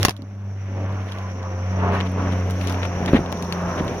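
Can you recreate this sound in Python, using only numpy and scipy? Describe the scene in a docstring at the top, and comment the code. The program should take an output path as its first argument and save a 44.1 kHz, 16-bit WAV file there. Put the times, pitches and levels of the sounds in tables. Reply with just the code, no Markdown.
"""Car passing on a summer street

Out of sight, a car crosses from right to left; its exhaust drone sinks in pitch while rasp and tyre
noise swell and ebb. Close up, the microphone is set down on the asphalt with a clack and later nudged:
its case thumps, and grit ticks and scrapes under it. Light wind rumbles on the ports towards the end.
A thin high hiss, perhaps insects in the trees, hangs behind."""
import sys
import numpy as np
from scipy import signal
from scipy.fft import rfft, irfft
from scipy.io import wavfile
from scipy.ndimage import map_coordinates

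SR = 44100
rng = np.random.default_rng(int(sys.argv[2]) if len(sys.argv) > 2 else 0)


def dump(signal):
    """Clip the signal to [-1, 1] and save it as 16-bit WAV at the path in sys.argv[1]."""
    limited = np.clip(np.atleast_2d(signal).T, -1, 1)
    pcm = np.round(limited * 32767).astype(np.int16)
    wavfile.write(sys.argv[1], SR, pcm)


N = 176400

# Spectra give colour only: each noise is scaled to unit power before its level is set.
# left-right likeness of the street, the cracks of the case and the grit ticks: f/Hz, coherence
STREET_COHERENCE = [(60, 0.95), (150, 0.97), (380, .95), (950, 0.8), (2400, 0.35), (6000, 0.15),
                    (15000, 0.16)]
CRACK_COHERENCE = [(200, 0.53), (1000, -0.016), (2500, -0.17), (7000, 0.12), (12000, -0.21)]
TICK_COHERENCE = [(1000, 1), (12000, 0.51)]
# background hiss, wind on the ports and grit crackling under the case: t/s, level/dB
HISS_CURVE = [(0, -49), (.05, -50), (.13, -67), (.4, -64.5), (.8, -55.5), (1.4, -53.5), (2, -50.5),
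              (2.8, -47.5), (4, -46)]
WIND_CURVE = [(0, -53), (2.9, -49.5), (3.25, -41), (3.6, -36.5), (4, -38)]
CRACKLE_CURVE = [(0, -38), (.11, -47), (.16, -71.5), (.7, -70.5), (1.15, -59), (1.4, -72), (1.85, -72),
                 (2.05, -66), (2.45, -57), (2.69, -47.5), (2.92, -63), (3.15, -48), (3.27, -60),
                 (3.45, -53.5), (3.65, -54.5), (4, -52)]
# their spectra: f/Hz, level/dB
HISS_SPECTRUM = [(3000, -17.5), (4800, -13.5), (5200, -10), (5450, -1), (5700, 4.5), (5870, 3), (6080, -7),
                 (6450, -1), (7000, -21.5), (8000, -24.5), (10000, -24.5), (15000, -27)]
WIND_SPECTRUM = [(38, -5), (60, -2.5), (110, -4), (150, -0.5), (220, -1.5), (400, -22)]
CRACKLE_SPECTRUM = [(1500, -10), (3500, 11), (6000, -6), (10500, 0), (15500, -7)]

# grit ticks right under the microphone: t/s, level/dB, tilt/(dB per octave), leftward pan/dB
GRIT_TICKS = [(.166, -39.5, 5.5, -12), (.176, -46, 6, 3), (.221, -43, 5.5, -11), (.925, -44, 6, -10),
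              (1.122, -27, 0, -2), (1.186, -37, 7, 0), (1.43, -36.5, 1, -5), (2.004, -16.5, -7, 1.5),
              (2.01, -23, -3, 11), (2.501, -26, -17, -2), (2.508, -27, 13.5, 5.5), (2.613, -28, -4.5, 16),
              (2.673, -23, 6, 6), (2.697, -30, 7, 16), (2.724, -26.5, 9, 3), (2.745, -27, -13, 16),
              (2.832, -20.5, -8.5, 6), (2.855, -30, -13, 5), (2.961, -32, -16, 2), (3.0609, -23, 5.5, 0),
              (3.16, -24, -18, 6), (3.261, -26, -5, 3), (3.3194, -33, 8, 8), (3.3262, -15, -18, 10),
              (3.373, -39, 4, 9), (3.425, -26, 5, 6), (3.448, -31, 4, 7), (3.525, -18, 3, 7),
              (3.88, -21.5, -5.5, 9)]
# the case slides on asphalt: t/s, length/s, level/dB, tilt/(dB per octave), leftward pan/dB
CASE_SCRAPES = [(0.014, 0.11, -35.5, 2.5, -1), (1.066, 0.039, -40.5, 2, -6), (1.113, 0.023, -41.5, 5.5, 1),
                (1.918, 0.063, -41, 5.5, 3), (2.051, 0.03, -38, 2.5, 4), (2.088, .016, -50, 12, 1),
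                (2.111, 0.014, -50, 13, 4), (2.315, .025, -40, 4.5, 6), (2.601, 0.16, -43.5, 6, 13),
                (2.818, 0.049, -27, 0.5, 3.5), (3.076, 0.0282, -24, 1, 3), (3.129, 0.058, -21, -0.5, 2.5),
                (3.773, 0.035, -27.5, 0.5, 0.5)]
# the case lands on the asphalt: t/s, blow/dB, crack/dB, leftward pan of the crack/dB
CASE_CLACKS = [(0.0301, -44, -11.5, -6), (0.0503, -5, -2.5, -2), (0.0548, -16, -8.5, -0.5),
               (0.0839, -8, -17, 4), (0.0938, -23, -13.5, 1), (.108, -30, -23, -1)]
# soft bumps on the case: t/s, blow/dB
CASE_BUMPS = [(.191, -35.5), (.223, -32), (3.092, -16), (3.1335, -1.5), (3.1445, -11.5), (3.1485, -10.5),
              (3.158, -39), (3.166, -19), (3.191, -12.5), (3.802, -18.5), (3.808, -18.5), (3.826, -20.5)]
# dull low noise of the soft bumps on the case: t/s, length/s, level/dB
BUMP_BODIES = [(.185, 0.032, -37), (0.216, 0.03, -35.5), (3.14, 0.024, -13), (3.801, 0.029, -23.5)]
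# spectra of a tick, a scrape, a bump's low body and the crack of a landing: f/Hz, level/dB
TICK_SPECTRUM = [(700, -2.5), (1800, 4.5), (3000, 12), (6000, -1.5), (8000, -12.5), (11000, -15.5),
                 (15500, -21)]
SCRAPE_SPECTRUM = [(400, 10), (900, 1), (2400, -3), (3700, -9.5), (5000, -23.5), (8000, -34),
                   (11000, -31.5), (15000, -57)]
BUMP_BODY_SPECTRUM = [(170, -3), (250, 9), (320, -8), (480, -14.5), (700, -39)]
CRACK_SPECTRUM = [(400, 8.5), (1200, 2), (3000, 0), (5500, 2), (7500, -7), (11000, -6.5), (15500, -14.5)]
# modes of the case when clacked and when bumped: f/Hz, gain/dB, t60/s
CLACK_MODES = [(150, -9, 0.039), (265, -5.5, 0.021), (376, -8, 0.022), (734, -4.5, 0.019), (1055, -7, 0.03),
               (1690, -16, .025), (2700, -11.5, 0.028)]
THUD_MODES = [(60, -12, 0.12), (162.4, -11, 0.24), (231, -6.5, 0.088), (303, -3.5, 0.056),
              (366.6, -9, 0.091), (444, -8, 0.023), (552, -14, 0.1)]

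# firing rate of the engine as heard at the microphone: t/s, f/Hz
FIRING_RATE = [(0, 99.9), (.2, 99.9), (.65, 97.46), (1.1, 96.24), (1.38, 93.42), (1.9, 92.23), (2.45, 91.6),
               (3.05, 89.9), (3.4, 88), (4, 87.3)]
# exhaust drone: t/s, firing tone/dB, its octave/dB
DRONE_CURVES = [(0, -14.5, -59), (.04, -20, -29), (.065, -33, -32), (.2, -32, -47), (.32, -31, -40),
                (.45, -27, -37.5), (.58, -26.5, -43.5), (.78, -22, -33.5), (.96, -22, -36),
                (1.1, -26.5, -37.5), (1.42, -26, -38.5), (1.62, -22, -37), (1.82, -17.5, -22.5),
                (1.97, -20, -26.5), (2.07, -22.5, -27), (2.35, -19, -27), (2.8, -21.5, -32),
                (3.05, -27.5, -26), (3.33, -31.5, -31.5), (3.62, -28, -24), (3.85, -27.5, -35.5),
                (4, -34, -26.5)]
# its third harmonic: t/s, level/dB
THIRD_HARMONIC_CURVE = [(0, -66), (.15, -50.5), (.62, -56), (.8, -37), (1.1, -48.5), (1.6, -61),
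                        (1.85, -35), (2.02, -39.5), (2.25, -27), (2.42, -39.5), (2.72, -31), (3.3, -60),
                        (4, -53)]
# rush of exhaust and tyres, before each band's trim: t/s, lows/dB, middle/dB, treble/dB
RUSH_CURVES = [(0, -26, -38, -41), (.045, -30, -36, -35.5), (.13, -65, -49.5, -58), (.3, -48, -53.5, -57.5),
               (.62, -46, -50, -52), (.7, -40.5, -46, -47.5), (.78, -31, -40.5, -43),
               (1, -37.5, -37, -43.5), (1.05, -40, -44.5, -47), (1.18, -39.5, -36, -40.5),
               (1.32, -38, -41.5, -46.5), (1.55, -38, -37.5, -45.5), (1.72, -35.5, -37, -43),
               (1.85, -27, -25.5, -33.5), (1.95, -27.5, -25, -32.5), (2.03, -32, -34.5, -37.5),
               (2.1, -34, -40.5, -44.5), (2.21, -27, -27, -36.5), (2.33, -29, -33, -36.5),
               (2.55, -33, -40, -42.5), (2.76, -29, -32.5, -38), (2.92, -33, -34.5, -42.5),
               (3.03, -25.5, -33, -36), (3.25, -28.5, -36, -43), (3.5, -33.5, -33, -43),
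               (3.7, -33.5, -26.5, -39), (3.88, -26, -34, -42.5), (4, -30.5, -42, -39)]
# spectra of those three bands: f/Hz, level/dB
LOW_SPECTRUM = [(30, -5), (55, -6.5), (120, 0.5), (250, -1), (400, -3), (600, -4.5), (800, -7.5),
                (1200, -26)]
MIDDLE_SPECTRUM = [(400, -38), (600, -1), (800, -5.5), (1100, -2), (1400, -8), (1800, -14.5), (2600, -36.5)]
TREBLE_SPECTRUM = [(1000, -24), (1350, -1), (1700, -0.5), (2200, -2), (2800, -5.5), (3500, -14.5),
                   (4600, -23.5), (7000, -35), (10000, -41.5), (15000, -37.5)]
# higher engine orders: multiple of the crank rate
ENGINE_ORDERS = [7, 10, 12, 13, 14, 18, 20, 21, 23, 26, 29, 32, 34, 36]
# their balance, one entry an order: level/dB
ORDER_BALANCE = [-12, -19.5, -16.5, -13.5, -10.5, -10.5, -15, -21.5, -12.5, -21.5, -16, -12, -21.5, -14.5]
# their shared gain over the middle curve of the rush: t/s, level/dB
ORDERS_CURVE = [(0, -7.5), (.8, 1), (1.4, -4), (1.9, 0.5), (2.3, -2.5), (3.2, 1), (3.9, 0)]
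# the one order that stands out as a faint whine: t/s, level/dB
WHINE_CURVE = [(0, -50), (.6, -63), (.8, -38), (1.05, -52), (1.25, -44), (1.55, -37), (1.9, -45),
               (2.3, -45), (2.8, -42), (3.4, -39), (4, -54)]
# the car's bearing from the microphone, right to left: t/s, lag of the left side/ms
CAR_BEARING = [(0, 0.071), (.9, 0.08), (1.85, .13), (2.2, -0.062), (2.8, -0.092), (4, -0.068)]


def from_db(db):
    """Decibels to gain."""
    return 10 ** (np.asarray(db) / 20)


def rms_one(x):
    """Scale to unit power."""
    return x / np.sqrt(np.mean(x ** 2) + 1e-20)


def in_time(rows):
    """Each column of a curve at every sample."""
    times, *columns = np.transpose(rows)
    return [np.interp(np.arange(N) / SR, times, column) for column in columns]


def at_hz(points, hz):
    """Read a spectrum on a log-frequency axis."""
    freqs, values = np.transpose(points)
    return np.interp(np.log(hz + 1), np.log(freqs), values)


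def drift(rate_hz):
    """Smooth random wander of unit power, mostly slower than rate_hz."""
    step, settle = 40, 2000
    pole = np.exp(-2 * np.pi * rate_hz * step / SR)
    white = rng.standard_normal(N // step + settle + 2)
    slow = signal.lfilter([1], [1, -2 * pole, pole * pole], white)[settle:]
    return np.interp(np.arange(N) / step, np.arange(len(slow)), rms_one(slow))


def noise(spectrum, coherence, tilt_db=0, size=N):
    """Stereo noise of unit power with a given colour and left-right likeness."""
    hz = np.arange(size // 2 + 1) * SR / size
    mid, side = rfft(rng.standard_normal((2, size)))
    alike = np.clip(at_hz(coherence, hz), -1, 1)
    stereo = np.sqrt(1 + alike) * mid + np.sqrt(1 - alike) * side * [[1], [-1]]
    colour = from_db(at_hz(spectrum, hz) + tilt_db * np.log2(hz + 1))
    edge_loss = np.sqrt((1 + (hz / spectrum[-1][0]) ** 8) * (1 + (spectrum[0][0] / (hz + 1)) ** 8))
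    return rms_one(irfft(colour / edge_loss * stereo, size))


def add(out, start_s, sound, pan_db):
    """Mix a short sound in at its time and place."""
    i = max(int(start_s * SR), 0)
    out[:, i:i + sound.shape[1]] += (sound * from_db([[pan_db / 2], [-pan_db / 2]]))[:, :N - i]


def lag_left(x, lag_ms):
    """Sound from the right reaches the left port late; a negative lag brings it early."""
    where = np.arange(N) - lag_ms * SR / 1000
    return np.array([map_coordinates(x[0], [where], order=3, mode="nearest"), x[1]])


def high_hiss():
    """Behind the street, a narrow band of wavering hiss with an insect trill at its core."""
    trill_hz, spread_hz, trill_db = 5890, 49, -4.5
    trill = np.zeros((2, N))
    for side in trill:
        pitch_hz = trill_hz + spread_hz * drift(120)
        side[:] = np.sin(2 * np.pi * np.cumsum(pitch_hz) / SR) * drift(54)
    level_db = in_time(HISS_CURVE)[0] + 1.5 * drift(16)
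    return from_db(level_db) * (noise(HISS_SPECTRUM, coherence=[(1, .1)]) + from_db(trill_db) * trill)


def wind():
    """Light wind on the microphone ports: a lumpy rumble, the same on both sides."""
    lumps_db = 2.5 * drift(8)
    return from_db(in_time(WIND_CURVE)[0] + lumps_db) * noise(WIND_SPECTRUM, coherence=[(1, 1.0)])


def snap(spectrum, coherence, tilt_db, t60, tail_db, tail_t60, size=4096):
    """A hard contact: a burst that dies at once and leaves a faint tail."""
    fall = -np.log(1000) * np.arange(size) / SR
    envelope = np.exp(fall / t60) + from_db(tail_db) * np.exp(fall / tail_t60)
    return envelope * noise(spectrum, coherence, tilt_db, size)


def swell(spectrum, length_s, tilt_db, size=16384):
    """A short, grainy noise with a rounded rise and fall."""
    along = np.minimum(np.arange(size) / SR / length_s, 1)
    arch = 2 * np.sqrt(along * (1 - along))
    grain_db = 3.5 * drift(170)[:size]
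    return arch * rms_one(from_db(grain_db)) * noise(spectrum, STREET_COHERENCE, tilt_db, size)


def grit_and_bump_noise():
    """Close up, grit crackles, ticks and scrapes under the case; dull low noise fills out the bumps."""
    grain_db = 2.5 * drift(130)
    crackle_gain = from_db(in_time(CRACKLE_CURVE)[0]) * rms_one(from_db(grain_db))
    out = crackle_gain * noise(CRACKLE_SPECTRUM, STREET_COHERENCE)
    for start_s, db, tilt_db, pan_db in GRIT_TICKS:
        tick = snap(TICK_SPECTRUM, TICK_COHERENCE, tilt_db, t60=.0035, tail_db=-11.5, tail_t60=.044)
        add(out, start_s, from_db(db) * tick, pan_db)
    for start_s, length_s, db, tilt_db, pan_db in CASE_SCRAPES:
        add(out, start_s, from_db(db) * swell(SCRAPE_SPECTRUM, length_s, tilt_db), pan_db)
    for start_s, length_s, db in BUMP_BODIES:
        add(out, start_s, from_db(db) * swell(BUMP_BODY_SPECTRUM, length_s, tilt_db=0), pan_db=0)
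    return lag_left(out, lag_ms=-.11)  # these reach the left port first


def struck(blows, modes):
    """Blows set damped modes ringing."""
    impulses, out = np.zeros(N) + 1e-18, np.zeros(N)
    for start_s, db, *_ in blows:
        impulses[int(start_s * SR)] += from_db(db)
    for hz, db, t60 in modes:
        decay = np.exp(-np.log(1000) / (t60 * SR))
        angle = 2 * np.pi * hz / SR
        feedback = [1, -2 * decay * np.cos(angle), decay * decay]
        out += from_db(db) * signal.lfilter([0, np.sin(angle)], feedback, impulses)
    return out


def case_knocks():
    """Clacks on the asphalt ring the microphone's case with a crack on top; soft bumps only thud."""
    cracks = np.zeros((2, N))
    for start_s, _, crack_db, pan_db in CASE_CLACKS:
        crack = snap(CRACK_SPECTRUM, CRACK_COHERENCE, tilt_db=0, t60=.0087, tail_db=-15.5, tail_t60=.063)
        add(cracks, start_s, from_db(crack_db) * crack, pan_db)
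    soft_contact = signal.butter(2, 880, fs=SR, output="sos")
    low_cut = signal.butter(2, 45, "high", fs=SR, output="sos")
    thuds = signal.sosfilt(soft_contact, struck(CASE_BUMPS, THUD_MODES))
    return cracks + signal.sosfilt(low_cut, struck(CASE_CLACKS, CLACK_MODES) - thuds)


def exhaust_and_tyre_rush(firing_phase):
    """Three fluttering bands of noise, pulsing at each firing to make the rasp."""
    spectra = LOW_SPECTRUM, MIDDLE_SPECTRUM, TREBLE_SPECTRUM
    trims_db, flutter_db, rasp_depth = (-1, -3, -1.5), 1.6, .13
    rush = sum(from_db(db + trim_db + flutter_db * drift(16)) * noise(spectrum, STREET_COHERENCE)
               for spectrum, db, trim_db in zip(spectra, in_time(RUSH_CURVES), trims_db))
    return rush * rms_one(1 + rasp_depth * np.cos(firing_phase))


def upper_orders(firing_phase):
    """Faint multiples of the crank rate, each fading and wandering by itself, and one steadier whine."""
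    swing_db, wander_rad, whine_order = 4.5, .84, 17
    crank = firing_phase / 3  # three firings a turn
    tones = sum(from_db(db + swing_db * drift(3.2)) * np.cos(order * crank + wander_rad * drift(3.05))
                for order, db in zip(ENGINE_ORDERS, ORDER_BALANCE))
    whine = np.cos(whine_order * crank + wander_rad * drift(3))
    _, middle_db, _ = in_time(RUSH_CURVES)
    tones_db = middle_db + in_time(ORDERS_CURVE)[0]
    return from_db(tones_db) * tones + from_db(in_time(WHINE_CURVE)[0]) * whine


def exhaust_drone(firing_phase):
    """The firings sound a clean tone of three harmonics, each wobbling slightly in level."""
    levels_db = [*in_time(DRONE_CURVES), *in_time(THIRD_HARMONIC_CURVE)]
    return sum(from_db(db + .5 * drift(10)) * np.cos(harmonic * firing_phase)
               for harmonic, db in enumerate(levels_db, start=1))


def passing_car():
    """Out on the street, the car crosses from right to left as its pitch sinks."""
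    jitter_hz = .311 * drift(6.14)
    firing_phase = 2 * np.pi * np.cumsum(in_time(FIRING_RATE)[0] + jitter_hz) / SR
    car = exhaust_drone(firing_phase) + exhaust_and_tyre_rush(firing_phase) + upper_orders(firing_phase)
    return lag_left(car, in_time(CAR_BEARING)[0])


def scene():
    """The street from asphalt level, with the handling noises close up."""
    return passing_car() + high_hiss() + wind() + case_knocks() + grit_and_bump_noise()


def record(dry):
    """Peaks clip, the microphone has a notch in the treble, and the top is cut."""
    notch_hz, half_width_hz, notch_floor, cutoff_hz = 8190, 555, .15, 16400
    edges_hz = [notch_hz - half_width_hz, notch_hz + half_width_hz]
    notch = signal.butter(2, edges_hz, "bandstop", fs=SR, output="sos")
    top_cut = signal.ellip(10, .2, 70, cutoff_hz, fs=SR, output="sos")
    clipped = np.clip(dry, -1, 1)
    notched = notch_floor * clipped + (1 - notch_floor) * signal.sosfilt(notch, clipped)
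    return signal.sosfilt(top_cut, notched)


dry = scene()
out = record(dry)
dump(out)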